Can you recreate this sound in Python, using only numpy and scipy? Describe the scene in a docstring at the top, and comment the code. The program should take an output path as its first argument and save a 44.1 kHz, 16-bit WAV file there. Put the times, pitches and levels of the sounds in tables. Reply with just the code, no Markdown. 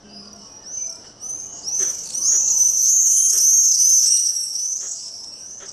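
"""A faint town rumble and a brief hum, and at once a party of swifts races in: thin rising screams
overlap, swell and recede. Each scream is a buzzing 3 kHz voice whose second harmonic carries nearly
all the power; many break up into chips. A few hollow scuffs and dry rattles pass, and the house fronts
echo the birds. The rumble, with its far-off calls, sinks under the loudest screams."""
import sys
import numpy as np
from scipy import signal
from scipy.fft import rfft, irfft, next_fast_len
from scipy.io import wavfile
from scipy.ndimage import uniform_filter1d, map_coordinates

SR = 44100
rng = np.random.default_rng(int(sys.argv[2]) if len(sys.argv) > 2 else 0)


def master_out(mix):
    """Clip the mix to full scale and print it as 16-bit PCM to the path in sys.argv[1]."""
    frames = np.transpose(np.atleast_2d(mix))
    ceiling = np.clip(frames, -1, 1)
    pcm = np.round(ceiling * 32767).astype(np.int16)
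    wavfile.write(sys.argv[1], SR, pcm)


N = 252252
T = np.arange(N) / SR


def from_db(db):
    """Decibels to gain."""
    return 10 ** (np.asarray(db) / 20)


def rms_one(x):
    """Scale to unit power."""
    return x / np.sqrt(np.mean(x ** 2) + 1e-20)


def colour(x, points):
    """EQ by a curve of (freq_hz, gain_db) points."""
    hz, db = np.transpose(points)
    size = next_fast_len(N + SR // 10)
    bins = np.maximum(np.fft.rfftfreq(size, 1 / SR), 1)
    gain = from_db(np.interp(np.log(bins), np.log(hz), db))
    return irfft(rfft(x, size) * gain, size)[..., :N]


def drift(rate_hz, size):
    """Smooth random modulation with a spread of about 1."""
    steps = np.arange(size) * rate_hz / SR
    knots = np.arange(0, steps[-1] + 1, .125)
    targets = rng.standard_normal(int(steps[-1]) + 3)
    return np.interp(steps, knots, map_coordinates(targets, [knots], order=2, mode="mirror"))


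def street(x, t60_s, wet_db, wall_s, wall_db):
    """Direct sound, a slap off a wall and a diffuse, nearly mono tail from the house fronts."""
    t = T[:SR]
    tail = rng.standard_normal((2, SR)) * from_db(-60 * t / t60_s) * np.minimum(t / 0.031, 1)
    mid, side = from_db(wet_db) * tail / np.sqrt(np.sum(tail ** 2) / 2)
    response = 1.76 * mid + 0.13 * side * np.array([[1], [-1]])
    response[:, 0] += 1
    response[:, int(wall_s * SR)] += from_db(wall_db)
    return signal.fftconvolve(x[None], response, axes=1)[:, :N]


# Stereo width of the noise layers: freq_hz, side_minus_mid_db
NOISE_WIDTH = [(40, -46), (250, -21.5), (800, -13), (4000, -15)]
def noise(points):
    """Coloured stereo noise, centred in the bass."""
    mid, side = colour(rng.standard_normal((2, N)), points)
    return rms_one(mid + colour(side, NOISE_WIDTH) * np.array([[1], [-1]]))


# Level of the background bed, which sinks while the screams are loudest: time_s, level_db
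BED_LEVEL = [(0, -50.5), (2.7, -48.5), (2.95, -62), (3.4, -59), (3.55, -67), (3.95, -66), (4.2, -61.5),
             (5.72, -51.5)]
# Tone of the town rumble: freq_hz, gain_db
RUMBLE_EQ = [(20, -6), (60, -2), (160, 0.5), (600, -2.5), (1600, -14.5), (2300, -22.5), (4200, -20.5),
             (9000, -72)]
# Tone of the wash of distant birds: freq_hz, gain_db
WASH_EQ = [(2300, -67), (2900, 1), (3500, -26), (4500, -4.5), (5300, 5.5), (5900, 11.5), (6600, -11.5),
           (8000, -11.5), (10000, -22), (12000, -34), (15000, -72)]
# Far-off calls that stand out of the bed: centre_s, pitch_hz, level_db
CLEAR_CALLS = [(.84, 2390, -55), (.89, 664, -51), (1.56, 699, -51.5), (1.7, 799, -52.5), (1.72, 2630, -58),
               (2.25, 1133, -50), (2.55, 917, -49)]
def town(wash_db=-1, calls_db=-11, whistles_db=-18):
    """A bed of rumble and distant birds that sinks while the flock is closest, plus a few clear calls."""
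    bed_level = from_db(np.interp(T, *np.transpose(BED_LEVEL)))
    rumble = from_db(drift(8.9, N)) * noise(RUMBLE_EQ)
    wash = from_db(wash_db + 3.7 * drift(14, N)) * noise(WASH_EQ)
    chorus = from_db(calls_db) * far_chorus(660, 1900, count=80)
    chorus += from_db(whistles_db) * far_chorus(3100, 2300, count=36)
    calls = far_calls(CLEAR_CALLS, bend=0.014) + bed_level * chorus
    return bed_level * (rumble + wash) + street(calls, t60_s=.5, wet_db=-6, wall_s=.03, wall_db=-10)


def far_calls(notes, bend):
    """Faint notes from far away, each a wavering arch of pitch with a random tilt."""
    out = np.zeros(N + SR)
    for centre_s, hz, db in notes:
        u = np.linspace(-1, 1, int(rng.uniform(.14, .22) * SR))
        pitch = hz * (1 + bend * rng.standard_normal() * u - .03 * u ** 2 + .018 * drift(120, len(u)))
        swell = from_db(db) * np.cos(np.pi * u / 2) ** 2
        first = max(int(centre_s * SR) - len(u) // 2, 0)
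        out[first:first + len(u)] += swell * np.sin(2 * np.pi * np.cumsum(pitch) / SR)
    return out[:N]


def far_chorus(strong_hz, weak_hz, count):
    """A random scatter of far calls, softer towards weak_hz; unit power."""
    when, toward_weak, softness = rng.random((count, 3)).T
    pitch_hz = strong_hz * (weak_hz / strong_hz) ** toward_weak
    notes = zip(when * N / SR, pitch_hz, -6 * (softness + toward_weak))
    return rms_one(far_calls(notes, bend=.05))


def hum(pitch_hz=205, level_db=-45, octave_db=-11, end_s=0.453):
    """A low, nearly steady tone with its octave, soon over."""
    phase = 2 * np.pi * np.cumsum(pitch_hz + 2.1 * drift(13.0, N)) / SR
    gate = np.clip(np.minimum(T - .01, end_s - T) / 0.026, 0, 1)
    tone = np.sin(phase) + from_db(octave_db) * np.sin(2 * phase)
    return from_db(level_db + 2 * drift(25.6, N)) * gate * tone


def add_voice(out, start_s, phase, swell, third_db, fourth_db):
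    """Mix in four harmonics; phase is the second's, and the weak fundamental follows the third."""
    first = max(int(start_s * SR), 0)
    for k, db in enumerate((third_db - 24.5, 0, third_db, fourth_db), 1):
        harmonic = from_db(db) * swell * np.sin(k * phase / 2)
        out[first:first + len(phase)] += harmonic[:max(N - first, 0)]


def scream(length_s, start_hz, held_hz, drift_hz, slur_s, buzz_rad, rasp_rad):
    """Effort lifts pitch and level; flapping membranes buzz; the voice tires into a hoarse stutter."""
    buzz_hz, wander_hz, waver_hz, rasp_hz = 275, 25, 16, 1300
    stutter_s, stutter_hz, drop_hz = .1, 33, 600
    onset_db, tired_db, flutter_db = -12, -8.5, 2.5
    t = np.arange(int(length_s * SR)) / SR
    size, progress = len(t), t / t[-1]
    slack = np.exp(-t / slur_s)   # effort still to build up
    tired = progress ** 3
    breakup = np.clip(1 - (t[-1] - t) / stutter_s, 0, 1)
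    syllable = (stutter_hz * t + 0.161 * drift(29.82, size) + rng.random()) % 1
    pitch = start_hz * slack + (held_hz + drift_hz * (progress - .5)) * (1 - slack)
    pitch += wander_hz * drift(24.89, size) + waver_hz * drift(90.56, size)
    pitch -= drop_hz * breakup * syllable ** 2
    flap_hz = buzz_hz * (1 + 0.074 * rng.standard_normal() + 0.087 * drift(69.95, size))
    flap = 2 * np.pi * np.cumsum(flap_hz) / SR
    hoarse = rasp_rad * (0.36 + 1.14 * tired)
    jitter = .6 * drift(rasp_hz, size) + .05 * drift(5000, size)   # rasp and a trace of hiss
    buzz = buzz_rad * np.sqrt(progress) * np.sin(flap)
    phase = 2 * np.pi * np.cumsum(pitch) / SR + buzz + hoarse * jitter
    swell = from_db(onset_db * slack + tired_db * tired + flutter_db * drift(80.06, size))
    swell *= 1 + 0.95 * buzz_rad * np.cos(flap)
    swell *= 1 - breakup * np.cos(2 * np.pi * syllable)
    return phase, swell * np.clip(np.minimum(t / 0.014, (t[-1] - t) / 0.019), 0, 1)


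def overtones(size, peak_s=0.11, width_s=0.086, fall_db=8, flicker_db=2, flicker_hz=59):
    """Swing in dB of a scream's odd harmonics, which flare early, and of its fourth; all flicker."""
    flare = np.exp(-((T[:size] - peak_s) / width_s) ** 2)
    odd_db = fall_db * (flare - 1) + flicker_db * drift(flicker_hz, size)
    return odd_db, flicker_db * drift(flicker_hz, size)


# Scream cues; pitches are those of the second harmonic, and third and fourth are set against it:
# start_s, end_s, start_hz, held_hz, drift_hz, slur_s, level_db, buzz_rad, rasp_rad, third_db, fourth_db
SCREAM_CUES = [(0.086, 0.298, 4640, 5114, -270.0, 0.071, -33, 0.45, 0.2, -56, -29.5),
               (0.376, 0.659, 5200, 5840.0, 248, 0.11, -41, 0.18, 0.3, -32, -29),
               (0.628, 0.923, 4610, 6200, -420.0, 0.051, -30, 0.29, 0.53, -27, -34),
               (1.194, 1.503, 5150, 6206, 334, 0.029, -31.5, 0.17, 0.41, -13.5, -23.5),
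               (1.308, 1.672, 6060.0, 6560, 240.0, 0.058, -38.4, 0.11, 1.3, -28, -32),
               (1.623, 1.92, 4567, 6360, -390.0, 0.075, -21.5, 0.39, 0.51, -29, -26.5),
               (1.74, 2.153, 5360, 5914, 188, 0.013, -32.5, 0.87, 3.2, -14.5, -17.5),
               (2.116, 2.44, 4850, 6120, -27, 0.031, -24.5, 0.32, 0.8, -11.5, -19),
               (2.205, 2.56, 4990.0, 6654, 91, 0.026, -20, 0.47, 0.8, -39, -20.5),
               (2.221, 2.532, 4724, 6170, 363, 0.082, -19.5, 0.61, 1, -37.5, -25),
               (2.489, 2.89, 5354, 6104, -12, 0.024, -20, 0.18, 1.3, -23, -15.5),
               (2.535, 2.901, 5265, 5900, 175.5, 0.042, -24, 1.07, 1.84, -12.5, -18),
               (2.779, 3.199, 5480, 6840, -310.0, 0.064, -24, 0.45, 1.2, -23, -16),
               (2.783, 3.25, 5060.0, 6317, 127, 0.021, -18.5, 0.62, 1.53, -19, -11.5),
               (2.862, 3.23, 4840.0, 6125, 34, 0.013, -25, 0.78, 0.28, -22, -22),
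               (3.058, 3.422, 5646, 6370.0, -210.0, 0.071, -16.5, 0.51, 1.24, -6.5, -12),
               (3.283, 3.639, 4890.0, 5920, 600.5, 0.028, -24.5, 1.24, 0.89, -8, -5.5),
               (3.374, 3.757, 4784, 6393, -520.0, 0.057, -13, 0.69, 0.79, -23.5, -16),
               (3.413, 3.709, 4810, 5700, -440.0, 0.026, -24.5, 0.68, 0.38, -17.5, -9),
               (3.728, 4.098, 4937, 6157, -600.0, 0.052, -15, 0.56, 1.4, -15, -17.5),
               (3.767, 4.082, 4580, 5570, 186, 0.11, -21, 0.3, 0.4, -34, -15.5),
               (3.777, 4.025, 4485, 6350, 172, 0.042, -17, 0.22, 0.37, -17, -11.5),
               (4.034, 4.318, 4570, 5680, 279.5, 0.022, -18.5, 0.59, 0.73, -10.5, -21),
               (4.243, 4.631, 4496, 5582, -250.0, 0.022, -25, 0.45, 0.96, -21, -17),
               (4.318, 4.513, 4520.0, 5555, -140.0, 0.041, -38, 0.45, 0.49, -3.5, -4),
               (4.522, 4.791, 4970, 6035, 475, 0.022, -26.5, 0.33, 1.2, -17, -24.5),
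               (4.607, 4.967, 5080, 6560, 275, 0.081, -31.5, 0.67, 2.3, -25, -21),
               (4.763, 5.101, 4420, 5720.0, 9, 0.026, -34.5, 0.63, 2.9, -24, -30),
               (4.928, 5.268, 4560.0, 5410.0, 378, 0.036, -35.5, 0.66, 1.46, -19.5, -22.5),
               (4.966, 5.396, 4240.0, 5244, 225.5, 0.044, -37, 0.58, 0.41, -36, -25),
               (5.124, 5.529, 4655, 5724, 265, 0.12, -35.5, 0.34, 1.1, -22.5, -24),
               (5.291, 5.696, 5024, 6115, 680.0, 0.09, -37.5, 0.27, 1.5, -16.5, -33),
               (5.648, 5.734, 4690, 5800, -44, 0.024, -33, 0.36, 3.1, -19, -29)]
def screams():
    """The overlapping screams of the passing flock."""
    out = np.zeros(N)
    for start, end, *contour, db, buzz_rad, rasp_rad, third_db, fourth_db in SCREAM_CUES:
        phase, swell = scream(end - start, *contour, buzz_rad, rasp_rad)
        odd_db, top_db = overtones(len(phase))
        add_voice(out, start, phase, from_db(db) * swell, third_db + odd_db, fourth_db + top_db)
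    return out


def chip(hz, glide_oct, length_s, rasp_rad):
    """A short gliding note with a quick attack."""
    u = np.linspace(0, 1, int(length_s * SR))
    pitch = hz * 2 ** (glide_oct * (u - .5))
    phase = 2 * np.pi * np.cumsum(pitch) / SR + rasp_rad * drift(1784, len(u))
    return phase, np.minimum(10 * u, 1) * np.cos(np.pi * u / 2)


def stray_chips(pitch_ratio=.87, softer_db=8, glide_oct=-.15):
    """Each tiring scream sheds one lower chip in its second half."""
    notes = []
    for start, end, _, held_hz, _, _, db, *_ in SCREAM_CUES:
        when, height = rng.random(2)
        hz = held_hz * pitch_ratio * (.95 + .1 * height)
        notes.append((end - when * (end - start) / 2, hz, db - softer_db, glide_oct))
    return notes


# Runs of chips, the shortest a single chip: start_s, end_s, first_pitch_hz, level_db, glide_oct
CHIP_RUNS = [(0.333, .405, 5760, -37, -0.031), (0.873, .88, 5150, -33, 0.031),
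             (0.898, .975, 5670, -26.5, 0.087), (1.693, 1.70, 4420, -38, 0.29),
             (2.487, 2.5, 4640, -32, 0.42), (2.89, 2.91, 5350, -23.5, .27), (3.168, 3.18, 5100, -32, 0.12),
             (3.439, 3.45, 5170, -29.5, 0.27), (3.655, 3.72, 5660, -19, -0.011),
             (3.721, 3.78, 5070, -18, -0.066), (3.736, 3.745, 4630, -28, -.5),
             (3.75, 3.76, 5500, -15, -.05), (4.045, 4.06, 5950, -12.5, -.07),
             (4.124, 4.135, 5580, -9, -.17), (4.166, 4.185, 4850, -22, -0.95),
             (4.44, 4.49, 5200, -35, -0.12)]
def chips(gap_s=.03, fall_oct=.05, fade_db=2.2):
    """Runs of chips, each lower and softer than the last, plus the strays."""
    notes = [(s, hz * 2 ** (-fall_oct * k), db - fade_db * k, glide_oct)
             for start, end, hz, db, glide_oct in CHIP_RUNS
             for k, s in enumerate(np.arange(start, end, gap_s))]
    out = np.zeros(N)
    for s, hz, db, glide_oct in notes + stray_chips():
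        phase, swell = chip(hz, glide_oct, length_s=.016, rasp_rad=.2)
        add_voice(out, s - .004, phase, from_db(db) * swell, third_db=-25, fourth_db=-22)
    return out


# Resonances of throat and beak: freq_hz, gain_db
BEAK_EQ = [(2000, 5.5), (2900, 5), (4000, -0.5), (5000, -3), (5900, 4.5), (6500, 4), (7000, 3), (7800, 13),
           (8400, 7.5), (9400, -0.5), (10200, 0), (12000, -2), (13200, -14.5), (15000, -6)]
def swifts():
    """All screams and chips, coloured by throat and beak."""
    return colour(screams() + chips(), BEAK_EQ)


# Scuff cues: start_s, level_db, length_s
SCUFF_CUES = [(1.034, -51.5, 0.034), (1.783, -39, 0.075), (1.847, -48, 0.078), (2.301, -44.5, 0.077),
              (3.312, -44.5, 0.09), (4.005, -52, 0.1), (4.08, -60.5, 0.46), (4.796, -48, 0.086),
              (5.591, -44, 0.073)]
# Hollow tone of a scuff: freq_hz, gain_db
SCUFF_EQ = [(100, -10), (280, -10.5), (400, -1), (560, -0.5), (850, -12.5), (1050, -10), (1330, -2.5),
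            (1750, -2.5), (2500, -14), (3300, -6.5), (4300, -18), (8000, -48)]
def scuffs(tail_db=-11, tail_s=0.087, boom_hz=385, boom_db=-38, boom_width_hz=60):
    """Short hollow bursts of friction, each with a dying echo; the hardest also boom."""
    swell = np.zeros(N)
    for start, db, length in SCUFF_CUES:
        t = np.maximum(T - start, 0)
        stroke = np.sin(np.pi * np.minimum(t / (1.07 * length), 1))
        echo = np.minimum(t / length, 1) * np.exp(-np.maximum(t - length, 0) / tail_s)
        swell += from_db(db) * (stroke + from_db(tail_db) * echo)
    phase = 2 * np.pi * boom_hz * T
    boom = drift(boom_width_hz, N) * np.sin(phase) + drift(boom_width_hz, N) * np.cos(phase)
    return swell * noise(SCUFF_EQ) + from_db(boom_db) * (swell / swell.max()) ** 2 * boom


# Dry rattle cues: start_s, end_s, tick_rate_hz, pitch_hz, level_db
RATTLE_CUES = [(2.041, 2.193, 62, 4540, -30), (2.803, 2.914, 67, 4450, -34), (3.11, 3.26, 99, 6550, -37),
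               (3.977, 4.085, 89, 5890, -31)]
def rattles(octave_db=-3):
    """Quick trains of falling ticks, each with its octave; the pitch sags along the train."""
    out = np.zeros(N)
    for start, end, rate_hz, hz, db in RATTLE_CUES:
        for s in np.arange(start, end, 1 / rate_hz):
            progress = (s - start) / (end - start)
            phase, swell = chip(hz * (1 - .1 * progress), glide_oct=-.25, length_s=.005, rasp_rad=.15)
            tick = swell * (np.sin(phase) + from_db(octave_db) * np.sin(2 * phase))
            arch = 0.16 + np.sin(np.pi * np.sqrt(progress))
            first = int(s * SR)
            out[first:first + len(tick)] += from_db(db) * arch * tick
    return out


# Stereo balance of the mix, the top leaning right: freq_hz, left_minus_right_db
BALANCE = [(300, 0), (1300, 1), (6000, -1.03), (9000, -1), (13000, -6)]
def scene():
    """Swifts echoing over the street, with scuffs, hum and town below them."""
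    birds = street(swifts() + rattles(), t60_s=.5, wet_db=-11, wall_s=.013, wall_db=-15)
    left, right = birds + scuffs() + hum() + town()
    return np.array([colour(left, [(hz, db / 2) for hz, db in BALANCE]),
                     colour(right, [(hz, -db / 2) for hz, db in BALANCE])])


def record(dry, ceiling_db=-11.0, window_samples=90, cutoff_hz=15700):
    """A fast limiter holds the loudest beats down; the top is cut steeply."""
    power = uniform_filter1d(dry.mean(0) ** 2, window_samples)
    power = uniform_filter1d(power, window_samples)
    gain = (1 + (power / from_db(ceiling_db) ** 2) ** 2) ** -.25
    lowpass = signal.ellip(12, .1, 80, cutoff_hz, fs=SR, output="sos")
    return signal.sosfilt(lowpass, gain * dry)


dry = scene()
out = record(dry)
master_out(out)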